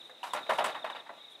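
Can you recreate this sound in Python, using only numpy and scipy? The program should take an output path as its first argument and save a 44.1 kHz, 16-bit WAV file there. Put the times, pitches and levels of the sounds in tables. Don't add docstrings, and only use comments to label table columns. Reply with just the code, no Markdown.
import sys
import numpy as np
from scipy import signal
from scipy.fft import rfft, irfft, next_fast_len
from scipy.io import wavfile
from scipy.ndimage import uniform_filter1d, map_coordinates

SR = 44100
rng = np.random.default_rng(int(sys.argv[2]) if len(sys.argv) > 2 else 0)


def transcribe(signal):
    frames = np.atleast_2d(signal).T
    limited = np.clip(frames, -1, 1)
    pcm = np.round(limited * 32767).astype(np.int16)
    wavfile.write(sys.argv[1], SR, pcm)


N = 61739

# (frequency [Hz], level [dB])
BREEZE_COLOUR = [(24, -75), (40, -39), (253, -11), (359, -9), (653, -6), (778, -6.5), (859, -7.5),
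                 (1050, -12.5), (1730, -13), (3060, -14), (3650, -8), (3930, -4.5), (4350, -22.5),
                 (11500, -30), (15500, -41)]
BREEZE_SIDE_COLOUR = [(24, -59), (40, -37), (284, -16), (422, -7.5), (502, -13), (1060, -10), (2780, -10.5),
                      (3650, -5.5), (4450, -18), (7490, -21.5), (15000, -63)]
INSECT_COLOUR = [(2800, -25), (3400, -29), (3700, -0.5), (3850, -2.5), (4000, -13), (4250, -37),
                 (5000, -44)]
GRASS_COLOUR = [(3000, -15), (7000, -3), (10000, 4), (15000, -17)]
# (time [s], level [dB])
BREEZE_SWELL = [(0, 3.5), (.15, 0), (.3, 6.5), (1.0, 1.5), (1.4, 0.5)]
INSECT_SWELL = [(0, -54), (.2, -62), (.47, -53), (.9, -58.5), (1.1, -66.5), (1.21, -57), (1.4, -62)]
# (time [s], length [s], level [dB])
RUSTLES = [(0.034, .06, -72.5), (1.295, 0.056, -68.5)]
# (time [s], length [s], start pitch [Hz], end pitch [Hz], level [dB])
WHISTLES = [(1.166, 0.053, 3500, 3220, -56.5), (1.192, 0.13, 2340, 2080, -66),
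            (1.305, .045, 3460, 3230, -55)]
# (start [s], end [s], note spacing [s], note length [s], level [dB])
TRILLS = [(-0.002, 0.07, .044, .025, -1), (0.104, 0.17, .033, .022, -7), (0.292, 0.63, .062, .031, 0),
          (0.712, 1.01, .0347, .022, 0), (1.201, 1.36, .0355, .024, -3)]
# (time [s], level [dB])
SKIDS = [(0.333, -41.5), (0.641, -41), (0.658, -44)]
# (time [s], level [dB], pitch [Hz])
CLICKS = [(0.230, -30, 2840), (0.334, -30, 3300), (0.498, -28.5, 3010), (0.585, -23.5, 3200),
          (0.749, -32, 3070), (0.899, -34, 3020), (0.958, -37, 2850)]
# (frequency [Hz], level [dB])
SKID_COLOUR = [(4000, -19), (7000, -10), (8250, 2), (8900, -4), (10500, -9.5), (15000, -27)]
ECHO_COLOUR = [(100, -4), (700, -19), (1200, 4), (2200, 12), (5000, 8), (8500, 19.5), (10500, -17)]
SHEET_COLOUR = [(41, -71), (70, -37.5), (193, -20), (399, -14.5), (613, 1), (686, -2), (984, -3),
                (1080, -2), (1180, -6.5), (1550, -11.5), (1690, -8.5), (2220, -11.5), (2980, -15.5),
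                (3730, -20.5), (5360, -33.5), (6870, -35.5), (8050, -35), (11800, -37.5), (15500, -44)]
# (low edge [Hz], high edge [Hz], level [dB], rise [s], fade [times the blow's ring fade], tail [dB])
SHEET_BANDS = [(370, 839, -5, 0.0018, 1.02, -16.5), (757, 1430, -4.5, 0.0021, 1.18, -21),
               (1310, 2175, -3, 0.0025, 1.003, -24), (2470, 5100, -5.5, 0.00081, 1.03, -27),
               (4760, 12500, -4.5, 0.0014, 1.13, -26)]
# (pitch [Hz], level [dB], fade time [s])
SHEET_TONES = [(472, -5, 0.28), (553.7, -8.5, 0.54), (635.4, -2, 0.35), (710, -4.5, .3), (831, 0.5, 0.13),
               (860, 3, 0.14), (971, -6, 0.34), (1170, -12, 0.75), (1366, -4, 0.34), (1508, -8, 0.19),
               (1643, -21, .33), (1867, -12, .3), (2073, -20, 0.46), (2550, -16, 0.37), (2825, -11, 0.2)]
# (time [s], knock level [dB], knock pitch [Hz], knock fade [s],
# boom [dB], clank [dB], clang [dB], ting [dB], scuff [dB], ring fade [s])
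BLOWS = [ (0.094, -46.5, 509, 0.25, -48, -51, -43, -75, -62, 0.051),
         (0.231, -25.5, 961, 0.12, -48.5, -37, -44.5, -43.5, -49.5, 0.32),
         (0.335, -9.5, 1015, 0.02, -35, -29, -34.5, -36, -40, 0.1),
         (0.349, -27.5, 599, 0.15, -42.5, -36, -36, -43, -48.5, 0.18),
         (0.371, -23.5, 934, 0.062, -41.5, -34, -41, -37, -73, 0.094),
         (0.464, -47, 870, 0.034, -44.5, -56, -47, -47, -75, .12),
         (0.492, -15, 641, 0.095, -27.5, -25, -29.5, -34.5, -44.5, 0.2),
         (0.508, -6.5, 990, 0.022, -27, -42, -29.5, -40.5, -51, 0.089),
         (0.532, -40, 815, 0.024, -46, -42, -46, -42.5, -49, 0.24),
         (0.577, -43, 800, 0.024, -46, -31, -43, -61, -44.5, 0.11),
         (0.585, -13, 946, .05, -24, -30.5, -32.5, -30, -47.5, 0.2),
         (0.603, -18, 834, 0.095, -36, -28.5, -38, -61, -77, 0.2),
         (0.643, -13.5, 1004, 0.038, -33.5, -30.5, -31, -31, -41, 0.21),
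         (0.659, -25.5, 616, 0.035, -35.5, -36, -54, -52, -66, 0.25),
         (0.692, -31, 864, 0.014, -39, -57, -45, -40, -64, 0.15),
         (0.745, -31, 720, .04, -43, -47.5, -41, -43, -58, .1),
         (0.752, -19.5, 1090, 0.02, -47, -33.5, -38, -47.5, -59.5, .12),
         (0.843, -18, 659, 0.039, -38.5, -30, -36, -38.5, -53.5, 0.16),
         (0.899, -21, 1080, 0.023, -45, -36, -37.5, -42, -54.5, 0.11),
         (0.949, -28.5, 846, 0.026, -44, -41, -39.5, -41.5, -60, 0.076),
         (0.961, -49, 706, 0.047, -46.5, -48.5, -45, -45, -66, 0.2),
         (1.063, -35, 897, 0.043, -62, -52, -47.5, -59, -77, 0.13),
         (1.092, -30, 997, 0.03, -45.5, -42.5, -41.5, -57, -84, 0.084),
         (1.104, -26.5, 670, 0.032, -45, -51.5, -56, -67, -75, 0.084),
         (1.133, -36, 650, 0.023, -58, -50.5, -60, -62, -77, 0.08),
         (1.176, -37.5, 630, 0.032, -72, -50, -54.5, -60, -80, 0.056)]

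BREEZE_DB, BREEZE_SIDE_DB, INSECT_SIDE_DB = -60, -16.5, -12.5
TRILL_DB, BIRD_PAN_DB = -50, 0.85
NOTE_START_HZ, NOTE_FALL_HZ, NOTE_BEND = 3817, 580, 2.91
WAVER_HZ, WAVER_PER_S = 34.8, 170
KNOCK_DB, KNOCK_RISE_S = -7, 0.00077
TONE_DB, TAIL_T60_S, ECHO_DB = -11.5, 0.89, -33
RATTLE_DB, RATTLE_PER_S = 1.5, 170
FLEX_DB, FLEX_RISE_S, FLEX_T60_S, FLEX_TOP_HZ = -21.5, 0.0061, 0.38, 370
LOW_CUT_HZ, TOP_HZ = 100, 15750


def amp(db):
    return 10 ** (np.asarray(db) / 20)


def filtered(x, response):
    size = next_fast_len(N + 8192)
    return irfft(rfft(x, size) * response(np.fft.rfftfreq(size, 1 / SR)), size)[..., :N]


def noise(colour, lo_hz=1, hi_hz=SR):
    def response(hz):
        points_hz, points_db = np.transpose(colour)
        db = np.interp(np.log(hz + 1), np.log(points_hz + 1), points_db)
        return amp(db) / np.sqrt((1 + (lo_hz / (hz + 1)) ** 16) * (1 + (hz / hi_hz) ** 16))
    hiss = filtered(rng.standard_normal(N), response)
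    return hiss / np.sqrt(np.mean(hiss ** 2) + 1e-20)


def steady(x):
    return x / np.sqrt(np.abs(uniform_filter1d(x * x, 700)) + 1e-9)


def since(start):
    return np.maximum(np.arange(N) / SR - start, 0)


def strike(t, rise_s, t60):
    return (1 - np.exp(-t / rise_s)) * amp(-60 * t / t60)


def swell(points):
    return amp(np.interp(np.arange(N) / SR, *np.transpose(points)))


def wobble(per_s):
    return map_coordinates(rng.standard_normal(2000), [np.arange(N) * per_s / SR], mode="wrap")


def widen(middle, side):
    return np.array([middle + side, middle - side])


def breeze():
    hush = widen(noise(BREEZE_COLOUR), amp(BREEZE_SIDE_DB) * noise(BREEZE_SIDE_COLOUR))
    return amp(BREEZE_DB) * swell(BREEZE_SWELL) * hush


def insects():
    return swell(INSECT_SWELL) * widen(noise(INSECT_COLOUR), amp(INSECT_SIDE_DB) * noise(INSECT_COLOUR))


def grass():
    return sum(amp(db) * np.sin(np.pi * np.clip(since(start) / length, 0, 1)) * noise(GRASS_COLOUR)
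               for start, length, db in RUSTLES)


def bird_whistles():
    out = np.zeros(N)
    for start, length, start_hz, end_hz, db in WHISTLES:
        progress = np.clip(since(start) / length, 0, 1)
        hz = start_hz + (end_hz - start_hz) * progress + WAVER_HZ * wobble(WAVER_PER_S)
        out += amp(db) * np.sin(np.pi * progress) * np.sin(2 * np.pi * np.cumsum(hz) / SR)
    return out


def bird_trills():
    out = np.zeros(N)
    for first, end, spacing, length, db in TRILLS:
        for start in np.arange(first, end, spacing):
            progress = np.clip(since(start) / length, 0, 1)
            hz = NOTE_START_HZ - NOTE_FALL_HZ * progress ** NOTE_BEND + WAVER_HZ * wobble(WAVER_PER_S)
            loudness = 2 * amp(TRILL_DB + db + rng.normal(0, 1)) * np.sin(np.pi * progress ** 1.5)
            out += loudness * np.sin(2 * np.pi * np.cumsum(hz) / SR)
    return out


def fence_echo(metal):
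    echo = noise(ECHO_COLOUR) * strike(since(0), rise_s=0.0017, t60=0.031)
    return amp(ECHO_DB) * signal.fftconvolve(metal, echo / np.linalg.norm(echo))[:N]


def hoof_skids():
    return sum(2 * amp(db) * strike(since(start), rise_s=0.0018, t60=0.045) * noise(SKID_COLOUR)
               for start, db in SKIDS)


def hoof_clicks():
    out = np.zeros(N)
    for start, db, hz in CLICKS:
        t = since(start)
        tones = sum(gain * np.sin(2 * np.pi * (hz * ratio * t + rng.random()))
                    for ratio, gain in ((0.925, 0.5), (1, 1), (1.075, 0.5)))
        out += amp(db) * strike(t, rise_s=0.0013, t60=0.017) * tones
    return out


def metal_sheet():
    out = np.zeros(N)
    rattle = amp(RATTLE_DB * wobble(RATTLE_PER_S))
    boom_top_hz = SHEET_BANDS[0][1]
    for start, knock_db, knock_hz, knock_t60, *band_levels, ring_t60 in BLOWS:
        t = since(start)
        boom_db, clank_db = band_levels[:2]
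        knock = strike(t, KNOCK_RISE_S, knock_t60) * np.sin(2 * np.pi * knock_hz * t)
        out += amp(knock_db + KNOCK_DB) * knock
        for db, (lo_hz, hi_hz, band_db, rise_s, stretch, tail_db) in zip(band_levels, SHEET_BANDS):
            fade = strike(t, rise_s, ring_t60 * stretch) + amp(tail_db) * strike(t, rise_s, TAIL_T60_S)
            out += amp(db + band_db) * fade * rattle * steady(noise(SHEET_COLOUR, lo_hz, hi_hz))
        for hz, db, t60 in SHEET_TONES:
            chance_db, phase = rng.normal(0, 2), rng.normal()
            blow_db = boom_db if hz < boom_top_hz else clank_db
            tone = strike(t, KNOCK_RISE_S, t60) * np.sin(2 * np.pi * (hz * t + phase))
            out += amp(blow_db + TONE_DB + db + chance_db) * tone
        flex = strike(t, FLEX_RISE_S, FLEX_T60_S) * noise(SHEET_COLOUR, hi_hz=FLEX_TOP_HZ)
        out += amp((boom_db + clank_db) / 2 + FLEX_DB) * flex
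    return out


def scene():
    metal = metal_sheet() + hoof_clicks() + hoof_skids()
    wide_metal = widen(metal, fence_echo(metal))
    birds = (bird_trills() + bird_whistles()) * amp([[BIRD_PAN_DB], [-BIRD_PAN_DB]])
    return wide_metal + birds + insects() + breeze() + grass()


def record(dry):
    low_cut = signal.butter(3, LOW_CUT_HZ, "highpass", fs=SR, output="sos")
    return filtered(signal.sosfilt(low_cut, dry), lambda hz: hz < TOP_HZ)


dry = scene()
out = record(dry)
transcribe(out)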